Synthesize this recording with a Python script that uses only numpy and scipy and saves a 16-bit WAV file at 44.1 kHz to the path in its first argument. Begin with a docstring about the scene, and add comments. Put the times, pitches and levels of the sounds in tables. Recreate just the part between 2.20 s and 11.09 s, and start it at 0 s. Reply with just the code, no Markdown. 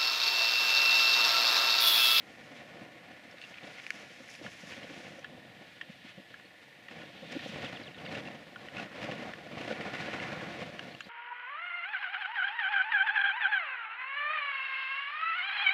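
"""A hand shifts on a camera close by: skin drags and scratches in growing swells, as grainy friction noise.
Finger bumps are soft low pulses; clicks of the mount are noise cracks with short damped modes and chatter.
Behind it, a small bird gives a lone chip and two short runs of gliding tones in the trees.
Far down a wooded line a steam train works: a steady noise rush under a faint, uneven high hiss.
The casing of the microphone colours everything with its peaks and notches."""
import sys
import numpy as np
from scipy import signal
from scipy.fft import rfft, irfft, next_fast_len
from scipy.io import wavfile
from scipy.ndimage import uniform_filter1d

SR = 44100
rng = np.random.default_rng(int(sys.argv[2]) if len(sys.argv) > 2 else 0)


def int16_out(signal):
    """Quantize to a 16-bit WAV file."""
    q = np.round(np.clip(np.atleast_2d(signal).T, -1, 1) * 32767)
    wavfile.write(sys.argv[1], SR, q.astype(np.int16))


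N = 392089
TIME = np.arange(N) / SR  # [s]

# All colours are relative spectra; shaped() brings them to an rms of 1.

# hand resting on the casing, never quite still: (time [s], drag level [dB], scratch level [dB])
HAND_CONTACT = [(0, -58, -57), (0.5, -54, -58), (1.0, -56, -56.5), (1.3, -60.5, -54), (1.65, -59, -53.5),
                (2.12, -59, -56), (2.6, -57.5, -51.5), (3.15, -54.5, -61), (3.5, -59.5, -57.5),
                (3.8, -63.5, -63.5), (4.5, -63.5, -60.5), (5.0, -54.5, -57), (6.3, -55, -57.5),
                (8.4, -44.5, -48), (8.89, -64.5, -60.5)]
# separate rubs of the hand: (start [s], length [s], drag level [dB], scratch level [dB])
HAND_RUBS = [(0.14, 0.56, -58, -59), (0.342, 0.082, -61, -53), (0.56, 0.14, -52, -58),
             (0.87, 0.063, -54, -60), (1.289, 0.048, -54, -67), (1.403, 0.14, -51, -55.5),
             (1.527, 0.097, -58, -51.5), (1.723, 0.17, -54, -55), (2.219, 0.08, -50.5, -51),
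             (2.395, 0.71, -56.5, -56), (2.497, 0.062, -62, -49), (2.826, 0.06, -53, -53),
             (3.377, 0.073, -57, -74), (3.69, 0.06, -68, -56), (3.831, 0.1, -62, -53.5),
             (4.046, 0.23, -66, -64), (4.237, 0.029, -55, -66), (4.397, 0.056, -76, -60),
             (4.681, 0.22, -50.5, -54), (5.026, 0.59, -54.5, -52), (5.116, 0.022, -40, -42),
             (5.3, 0.34, -47, -49.5), (5.4, 0.077, -46.5, -48), (5.542, 0.2, -52.5, -55),
             (5.731, 0.54, -47.5, -52.5), (5.901, 0.12, -44.5, -46.5), (6.401, 0.11, -51, -56),
             (6.528, 0.15, -44.5, -47.5), (6.685, 0.52, -46.5, -50.5), (6.807, 0.061, -42.5, -44),
             (6.864, 0.1, -44.5, -51), (7.003, .15, -46, -54), (7.27, 0.34, -46.5, -56),
             (7.348, 0.27, -48.5, -47), (7.49, 0.054, -41.5, -46), (7.578, .15, -42, -47),
             (7.617, 0.78, -45, -48.5), (7.72, 0.19, -61, -46), (7.922, 0.041, -38, -43),
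             (8, 0.053, -49, -46.5), (8.387, 0.063, -48.5, -49.5), (8.565, 0.23, -50, -55.5),
             (8.852, 0.063, -53.5, -60)]
RUB_RISE, RUB_FALL = 0.15, 0.34  # shares of a rub in which the hand speeds up and slows down
SHORTEST_EDGE_S = .014  # no stroke starts or stops faster
# dull drag of the skin: (frequency [Hz], density [dB per Hz])
DRAG_COLOUR = [(25, -42), (45, -33), (65, -17.5), (90, -8.5), (140, -1), (230, 1.5), (340, -3), (580, -1.5),
               (760, -4), (880, -12), (1300, -13), (2500, -68), (8000, -76)]
# dry scratch of the skin: (frequency [Hz], density [dB per Hz])
SCRATCH_COLOUR = [(200, -53), (700, -12.5), (1000, -12.5), (1350, -5), (1750, -1), (2200, 1), (2750, -3),
                  (4000, -10), (6000, -19.5), (8500, -30.5), (10000, -33.5), (15000, -50)]
# bass of the drag, below BASS_HZ: (time [s], gain [dB])
DRAG_BASS = [(0, -0.5), (1.7, -4.5), (2.3, 4), (4.0, 2), (4.4, -7), (5.2, 5), (6.0, 1.5), (8.0, 0),
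             (8.89, 1)]
BASS_HZ = 162
# hoarser rasp of the palm pressing hard: (time [s], level [dB])
PALM_PRESS = [(6.4, -85), (6.6, -58), (7.1, -55.5), (7.248, -70), (7.5, -53), (7.85, -48.5), (8.15, -46.5),
              (8.4, -57), (8.6, -85)]
# hollow colour of that rasp: (frequency [Hz], density [dB per Hz])
RASP_COLOUR = [(300, -37), (750, -7), (1100, -4.5), (1450, -0.5), (2100, -1.5), (2700, -19), (6000, -63)]
# under a press the palm sticks and slips almost regularly: mean rate, rms share it wanders, swing at full press
JUDDER_HZ, JUDDER_WANDER, JUDDER_DB = 27, .2, 1.8
# small ticks of the mount under a rub: rate, smallest level against the scratch, spread of the sizes
TICKS_PER_S, TICK_DB, TICK_SPREAD_DB = 14, 4, 0.5
TICK_HZ, TICK_T60_S = 1840, 0.022

# light, quick brushes of a fingertip: (start [s], length [s], level [dB])
FINGERTIP_BRUSHES = [(0, 0.54, -70.5), (1.2, 0.15, -65), (1.42, 0.77, -62.5), (2.04, 0.71, -59.5),
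                     (2.65, 0.44, -62.5), (5.114, 0.019, -45), (5.2, 0.25, -66)]
# hiss of a brush: (frequency [Hz], density [dB per Hz])
BRUSH_HISS = [(1000, -15), (1700, -23), (2400, 6.5), (3100, 2), (4000, -5.5), (5300, 3), (6800, -2),
              (8600, -13.5), (10300, -11), (12500, -23), (15000, -31)]
BRUSH_RISE, BRUSH_FALL = 0.067, 0.39  # shares of a brush

# soft bumps of the fingers on the casing:
# (time of peak [s], level [dB], ring [Hz], length [s], hollow knock against the ring [dB])
FINGER_BUMPS = [(1.081, -51, 233, 0.022, -2), (1.144, -50, 304, 0.017, 1), (1.443, -54, 313, 0.038, -1),
                (2.011, -49, 255, .04, -4), (2.216, -41.5, 328, .014, -8), (2.253, -46, 218, 0.041, -4),
                (2.436, -39.5, 193, 0.021, -8.5), (2.524, -47, 230, 0.02, -10),
                (2.583, -46, 263, .022, -12), (2.645, -45, 223, .022, -2), (2.707, -45.5, 300, 0.031, -2),
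                (2.855, -48, 238, .022, -11), (2.908, -43.5, 216, 0.013, -15),
                (2.989, -51.5, 280, .024, 4.5), (3.127, -49, 237, .04, -4), (3.15, -45, 241, 0.015, -10),
                (3.7, -40, 197, 0.017, -18), (3.850, -41.5, 219, 0.016, -18),
                (3.984, -44, 195, 0.037, -7.5), (3.999, -47.5, 270, 0.016, -10),
                (5.03, -40.5, 180, .025, -4.5), (5.076, -49, 208, 0.014, -18),
                (5.128, -37.5, 235, 0.025, -11), (5.155, -42, 260, 0.021, -1),
                (5.167, -29, 296, 0.0195, -14), (5.262, -38, 230, .016, 1.5),
                (5.296, -40.5, 203, 0.025, -10), (5.338, -42.5, 170, 0.031, -8),
                (6.828, -38, 194, 0.038, -12), (7.512, -40, 240, 0.015, 7), (8.192, -44, 196, 0.03, -17),
                (8.274, -38, 200, 0.036, -12)]
BUMP_RISE, BUMP_CUT_HZ = .4, 75  # share of a bump before its peak; bass below the cut is thinned
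HOLLOW_HZ, BUMP_RATTLE, KNOCK_RATTLE = 540, .24, .45  # hollow of the casing; roughness of ring and knock

# clicks of the mount: (time [s], level [dB], own ring [Hz], ring t60 [s], upper mode against own ring [dB])
MOUNT_CLICKS = [(1.112, -52, 5400, .011, -12), (1.183, -48, 3630, .008, 2), (1.2158, -40, 3500, .006, 2),
                (1.2228, -51, 4400, 0.022, 7), (1.238, -50, 3800, 0.024, 8), (1.2480, -54, 3430, 0.033, 8),
                (1.341, -44, 2500, 0.02, -5), (1.371, -46, 2300, .02, -14), (1.3825, -39, 2430, 0.019, -13),
                (1.433, -51, 3630, .015, -2), (1.576, -47, 2600, 0.0055, -7),
                (1.5992, -36, 2200, 0.0074, -12), (1.639, -42, 2030, .012, -13),
                (1.6659, -28, 2370, .0042, -24), (1.7050, -21, 2200, 0.0058, -33),
                (2.088, -42, 1980, 0.017, -13), (2.151, -40, 2500, 0.011, -11),
                (2.2633, -34.5, 1700, 0.018, -16), (2.632, -40, 1960, .012, -7),
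                (2.9925, -51, 5900, .008, -14), (3.0446, -32, 1710, 0.02, -20),
                (3.6118, -32.5, 1840, 0.027, -10), (4.1414, -38.5, 1660, 0.023, -25),
                (4.197, -48, 1800, .012, -9), (4.684, -36, 1850, 0.018, -11),
                (5.193, -37.5, 1820, 0.019, -20), (5.716, -54, 2700, 0.022, -1),
                (5.745, -44, 1840, 0.015, -5), (5.863, -36, 1900, 0.0083, -2),
                (5.9150, -38, 1800, .008, -11), (5.951, -37.5, 1700, 0.017, 5),
                (6.053, -45, 2700, 0.027, -10), (6.073, -48.5, 1820, 0.04, 8.5),
                (6.3595, -36.5, 1440, .015, -11), (6.485, -37, 1830, 0.011, -5.5),
                (6.568, -35, 2580, 0.018, -6), (6.582, -38, 1424, 0.039, 0.5),
                (6.597, -36, 2620, 0.021, -13), (6.913, -35, 1800, 0.0086, 3),
                (7.006, -43, 2030, 0.0072, -10), (7.1358, -34, 1740, 0.0084, -3),
                (7.379, -45, 2850, .03, -4), (7.51, -34, 1490, .01, -9), (7.589, -47, 1820, .008, -8),
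                (7.6102, -34, 1890, 0.0099, -6), (7.7537, -35, 2040, 0.006, -18),
                (7.9315, -35, 2310, 0.0099, 0), (7.9995, -35.5, 2030, 0.02, 1),
                (8.027, -41, 2280, .014, -5), (8.037, -34, 2080, .012, -3), (8.408, -42, 2010, .012, -4),
                (8.5929, -32, 1610, 0.016, 0.5), (8.7490, -51.5, 2000, .009, 13),
                (8.805, -51, 6900, .03, -20), (8.806, -34, 1600, 0.017, -0.5)]
UPPER_HZ = 2770  # the higher mode of the mount
# crack of first contact: (frequency [Hz], density [dB per Hz])
CRACK_COLOUR = [(40, -60), (300, -15), (1200, 26), (2300, -3), (3600, -15), (5200, -26), (8000, -30),
                (15000, -50)]
HARD_CLICK_DB = -21.5  # click level at which crack and snap have their stated levels
CRACK_DB, CRACK_GROWTH = -13.5, 0.11  # against the click; a softer click loses this many more dB per dB
# loose part chattering on after a click: (frequency [Hz], density [dB per Hz])
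CHATTER_COLOUR = [(500, -28), (1200, 2), (2000, 7), (3200, 15), (4500, -22), (8000, -38), (15000, -55)]
CHATTER_DB, CHATTER_LENGTH = -12, 2.9  # against the level and the t60 of the click
# bright snap, strong only in hard clicks: (frequency [Hz], density [dB per Hz])
SNAP_COLOUR = [(3600, -37), (4600, 9), (6200, -6), (7900, -12), (9000, -6), (11500, -21), (14000, -24)]
SNAP_DB, SNAP_GROWTH, SNAP_T60_S = -35.5, 2.7, 0.0073  # level of a hard click's snap; dB per dB of the click

# notes of the bird: (start [s], length [s], start pitch [Hz], end pitch [Hz], level [dB])
BIRD_CHIPS = [(4.252, .018, 4450, 4200, -60), (5.450, .028, 3950, 2450, -43),
              (5.524, .014, 4250, 3750, -54), (5.553, .029, 3980, 2430, -46),
              (5.631, .012, 5050, 3450, -50.5), (5.640, .012, 3400, 4200, -53),
              (5.663, .026, 3900, 2450, -47.5), (5.745, .014, 3950, 3450, -52.5),
              (5.780, .017, 3500, 2450, -48), (5.849, .015, 4250, 3350, -51.5),
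              (5.849, .012, 4950, 4550, -56), (5.866, .019, 2400, 2020, -46.5),
              (5.883, .014, 3800, 3150, -49), (5.872, .018, 4600, 4200, -56),
              (5.966, .014, 3400, 3950, -48), (5.994, .016, 3600, 3100, -51),
              (8.712, .018, 4150, 4400, -56), (8.740, .016, 4300, 4600, -58),
              (8.815, .018, 4100, 4400, -56), (8.826, .012, 3700, 3450, -57),
              (8.836, .022, 4450, 5000, -58), (8.840, .016, 4100, 3800, -55)]
CHIP_FLUTTER, CHIP_FLUTTER_S = .013, .001  # rms share by which a pitch trembles, and how briefly

# rush of the far train: (frequency [Hz], density [dB per Hz])
TRAIN_COLOUR = [(25, -41), (60, -8), (130, 7.5), (220, -3.5), (650, 2), (900, 1), (1350, -17.5), (1800, 11),
                (2500, -3.5), (3500, -38), (4300, -9), (5200, -16.5), (8000, -16.5), (15000, -22.5)]
TRAIN_DB = -61
# high hiss: faint steam from the engine, and at 5.25 s probably a rub of the hand: (time [s], level [dB])
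HIGH_HISS_LEVEL = [(0, -75), (1.2, -76.5), (2.2, -64), (3.4, -63), (3.9, -59), (4.4, -67), (4.8, -63.5),
                   (5.25, -49.5), (5.7, -66), (6.3, -65), (7.5, -67), (8.89, -60.5)]
# colour of the high hiss: (frequency [Hz], density [dB per Hz])
HIGH_HISS_COLOUR = [(1500, -36), (2500, 1.5), (3100, 1), (3700, -0.5), (4400, -7.5), (5500, -15.5),
                    (9000, -34)]

# peaks and notches of the microphone casing: (frequency [Hz], width [Hz], gain [dB])
CASING_MODES = [(325, 35, 1.5), (400, 33, -9), (560, 70, 1), (650, 20, -6), (700, 25, 2.5), (765, 35, 1.5),
                (870, 50, -1.5), (1108, 28, 3.5), (1180, 26, -4), (1298, 26, -5.5), (1459, 45, 5),
                (1560, 38, -7), (1745, 70, 2)]
EDGE_HZ = 15200  # top of the band


def hand():
    """Skin sticks and slips on the casing; uneven grip shakes drag, scratch and rasp together."""
    s, drag_db, scratch_db = np.transpose(HAND_CONTACT)
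    drag_rows = [(start, length, db) for start, length, db, _ in HAND_RUBS]
    scratch_rows = [(start, length, db) for start, length, _, db in HAND_RUBS]
    drag_rubs = strokes(drag_rows, RUB_RISE, RUB_FALL)
    scratch_rubs = strokes(scratch_rows, RUB_RISE, RUB_FALL)
    # the powers of resting contact and rubs add
    drag_gain = np.hypot(gain_of(np.interp(TIME, s, drag_db)), drag_rubs)
    scratch_gain = np.hypot(gain_of(np.interp(TIME, s, scratch_db)), scratch_rubs)

    tremble = waver(38)
    quick_tremble = tremble - uniform_filter1d(tremble, size=SR // 10)
    grip = evened(np.tanh(quick_tremble))

    drag = dragging() * drag_gain * gain_of(1.57 * grip)
    scratch = shaped(slips(per_s=700, spread_db=2.2, share=0.26), SCRATCH_COLOUR)
    scratch = scratch * scratch_gain * gain_of(1.08 * grip)
    rasp = swelling(slips(per_s=890, spread_db=4.5, share=0.23), RASP_COLOUR, PALM_PRESS)
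    rasp = rasp * gain_of(2.1 * grip)
    return drag + scratch + rasp + scratch_rubs * ticks()


def dragging():
    """The dull drag of the skin: its bass comes and goes, and it judders while the palm presses."""
    drag = shaped(slips(per_s=380, spread_db=1.3, share=.55), DRAG_COLOUR)
    bass = below(drag, BASS_HZ)
    rebalanced = drag - bass + bass * gain_of(np.interp(TIME, *np.transpose(DRAG_BASS)))
    press = gain_of(np.interp(TIME, *np.transpose(PALM_PRESS)))
    turns = np.cumsum(JUDDER_HZ * (1 + JUDDER_WANDER * waver(8.3))) / SR
    judder_db = JUDDER_DB * np.sqrt(press / press.max()) * np.sin(2 * np.pi * turns)
    return rebalanced * gain_of(judder_db)


def ticks():
    """Small parts slip at random and ring two modes of the mount, at uneven sizes."""
    size = gain_of(TICK_DB + TICK_SPREAD_DB * np.minimum(rng.exponential(1, N), 2))
    impulses = size * (rng.random(N) < TICKS_PER_S / SR)
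    tick = sum(ring(hz, TICK_T60_S, rise_s=.0006, rattle=.5) for hz in (TICK_HZ, UPPER_HZ))
    return signal.oaconvolve(impulses, tick)[:N]


def fingertip():
    """A light touch gives only a fine, grainy hiss."""
    hiss = shaped(slips(per_s=1500, spread_db=4.5, share=.4), BRUSH_HISS)
    return hiss * strokes(FINGERTIP_BRUSHES, BRUSH_RISE, BRUSH_FALL) * gain_of(2.3 * waver(21))


def fingers():
    """A soft pad pushes and damps, so a bump swells and dies in a few low cycles, with a hollow knock."""
    out = np.zeros(N)
    for s, db, hz, length, knock_db in FINGER_BUMPS:
        t = np.arange(0, length, 1 / SR)
        peak_s = BUMP_RISE * length
        push = np.sin(np.interp(t, [0, peak_s, length], [0, np.pi / 2, np.pi])) ** 2
        knock = gain_of(knock_db) * rough_tone(HOLLOW_HZ, t, KNOCK_RATTLE)
        bump = push * (rough_tone(hz, t, BUMP_RATTLE) + knock)
        add(out, s - peak_s, gain_of(db) * bump)
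    return signal.sosfilt(signal.butter(2, BUMP_CUT_HZ, "highpass", fs=SR, output="sos"), out)


def mount():
    """A click is a brief crack, two modes of the part that slipped, a higher mount mode and a ragged tail."""
    out, t = np.zeros(N), TIME[:512]
    for s, db, hz, t60, upper_db in MOUNT_CLICKS:
        crack = shaped(rng.standard_normal(len(t)), CRACK_COLOUR) * gain_of(-60 * t / t60)
        crack_db = db + CRACK_DB + CRACK_GROWTH * (db - HARD_CLICK_DB)
        add(out, s, gain_of(crack_db) * crack)
        modes = [(hz, 0), (hz * 0.857, -9), (UPPER_HZ * rng.uniform(.98, 1.02), upper_db)]
        for mode_hz, mode_db in modes:
            add(out, s, gain_of(db + mode_db) * ring(mode_hz, t60, rise_s=.0011, rattle=.28))
        add(out, s, gain_of(db + CHATTER_DB) * chatter(CHATTER_LENGTH * t60))
    band_hz = [1150, 8000]  # the clicks keep only this band
    return signal.sosfilt(signal.butter(2, band_hz, "bandpass", fs=SR, output="sos"), out)


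def chatter(t60):
    """A dying, wide-band buzz of loose contact."""
    t = TIME[:SR // 8]
    return shaped(rng.standard_normal(len(t)), CHATTER_COLOUR) * gain_of(-60 * t / t60)


def snaps():
    """The bright edge of a click, a noise burst that grows much faster than its ring."""
    out, t = np.zeros(N), TIME[:512]
    for s, db, *_ in MOUNT_CLICKS:
        snap_db = SNAP_DB + SNAP_GROWTH * (db - HARD_CLICK_DB)
        burst = shaped(rng.standard_normal(len(t)), SNAP_COLOUR)
        add(out, s, burst * gain_of(snap_db - 60 * t / SNAP_T60_S))
    return out


def bird():
    """Short, slightly hoarse glides, with a faint scatter from the trees as a dying noise tail."""
    out = np.zeros(N)
    for s, length, start_hz, end_hz, db in BIRD_CHIPS:
        count = int(length * SR)
        flutter = evened(uniform_filter1d(rng.standard_normal(count), size=int(CHIP_FLUTTER_S * SR)))
        hz = np.linspace(start_hz, end_hz, count) * (1 + CHIP_FLUTTER * flutter)
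        tone = np.sin(2 * np.pi * np.cumsum(hz) / SR)
        add(out, s, gain_of(db) * signal.windows.tukey(count, .5) * tone)
    t = TIME[:SR // 2]
    trees = rng.standard_normal(len(t)) * gain_of(-60 * t / 0.57)  # t60 of 0.57 s
    scatter = signal.fftconvolve(out, trees / np.linalg.norm(trees))[:N]
    return out + gain_of(-32) * scatter


def train_and_high_hiss():
    """Distance smears exhaust and wheels into one rush; a high hiss, mostly faint steam, flutters above it."""
    rush = gain_of(TRAIN_DB) * shaped(rng.standard_normal(N), TRAIN_COLOUR)
    high_hiss = swelling(rng.standard_normal(N), HIGH_HISS_COLOUR, HIGH_HISS_LEVEL)
    return rush + high_hiss * gain_of(1.0 * waver(28))


def slips(per_s, spread_db, share):
    """Friction: a share of separate slips of uneven size in a wash of countless tiny ones."""
    size = gain_of(spread_db * np.minimum(rng.exponential(1, N), 4))
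    separate = size * rng.choice([-1, 1], N) * (rng.random(N) < per_s / SR)
    share = np.clip(share, 0, 1)  # of the power
    return np.sqrt(share) * evened(separate) + np.sqrt(1 - share) * rng.standard_normal(N)


def strokes(rows, rise, fall):
    """Gain of strokes (start [s], length [s], level [dB]) that speed up, hold and slow; powers add."""
    power = np.zeros(N)
    for s, length, db in rows:
        rise_s = max(rise * length, SHORTEST_EDGE_S)
        fall_s = max(fall * length, SHORTEST_EDGE_S)
        speed = np.clip(np.minimum((TIME - s) / rise_s, (s + length - TIME) / fall_s), 0, 1)
        power += (gain_of(db) * speed) ** 2
    return np.sqrt(power)


def ring(hz, t60, rise_s, rattle):
    """One damped mode that builds over a short rise."""
    t = np.arange(int(2 * t60 * SR)) / SR
    swell = (1 - np.exp(-t / rise_s)) * gain_of(-60 * t / t60)
    return swell / swell.max() * rough_tone(hz, t, rattle)


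def rough_tone(hz, t, rattle):
    """A vibration at one pitch, roughened by the noise of loose contact around it."""
    grit_colour = [(hz / 10, -50), (hz / 2, -5), (hz, 0), (hz * 2, -13), (hz * 4, -31), (hz * 12, -70)]
    grit = shaped(rng.standard_normal(len(t)), grit_colour)
    return np.sin(2 * np.pi * hz * t) + rattle * grit


def swelling(hiss, colour, curve):
    """A hiss of one colour that follows a level curve."""
    return shaped(hiss, colour) * gain_of(np.interp(TIME, *np.transpose(curve)))


def waver(rate_hz):
    """Smooth random movement of rms 1, mostly slower than the given rate."""
    return evened(below(rng.standard_normal(N), rate_hz))


def shaped(x, spectrum):
    """Filters x by a curve of (frequency [Hz], level [dB]) points, to an rms of 1."""
    hz, db = np.transpose(spectrum)
    size = next_fast_len(len(x))
    bins = np.fft.rfftfreq(size, 1 / SR)
    gain = gain_of(np.interp(np.log(bins + 1), np.log(hz), db))
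    return evened(irfft(rfft(x, size) * gain, size)[:len(x)])


def below(x, hz):
    """Keeps mainly what lies under a frequency, without delay."""
    size = next_fast_len(len(x))
    bins = np.fft.rfftfreq(size, 1 / SR)
    return irfft(rfft(x, size) / (1 + (bins / hz) ** 4), size)[:len(x)]


def gain_of(db):
    """Decibels to an amplitude factor."""
    return 10 ** (np.asarray(db) / 20)


def evened(x):
    """Scales to an rms of 1."""
    return x / np.sqrt(np.mean(x ** 2) + 1e-20)


def add(mix, s, sound):
    """Lays a sound into the mix at time s [s]."""
    part = mix[max(round(s * SR), 0):][:len(sound)]
    part += sound[:len(part)]


def scene():
    """The near sounds of the hand, with the bird, the far train and the high hiss behind."""
    near = hand() + fingertip() + fingers() + mount() + snaps()
    return (near + bird() + train_and_high_hiss())[None]


def record(dry):
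    """The casing rings causally with its peaks and notches; then the treble ends at the band edge."""
    bins = abs(np.fft.fftfreq(8192, 1 / SR))
    colour_db = sum(db * np.exp(-((bins - hz) / width) ** 2) for hz, width, db in CASING_MODES)
    # minimum phase: the ringing only follows the sound
    spectrum = np.exp(np.conj(signal.hilbert(np.log(gain_of(colour_db)))))
    response = np.fft.ifft(spectrum).real[:len(bins) // 2]
    coloured = signal.oaconvolve(dry, response[None])[:, :N]
    band_limit = signal.firwin(611, EDGE_HZ, window=("kaiser", 9), fs=SR)
    return signal.oaconvolve(coloured, band_limit[None], "same")


dry = scene()
out = record(dry)
int16_out(out)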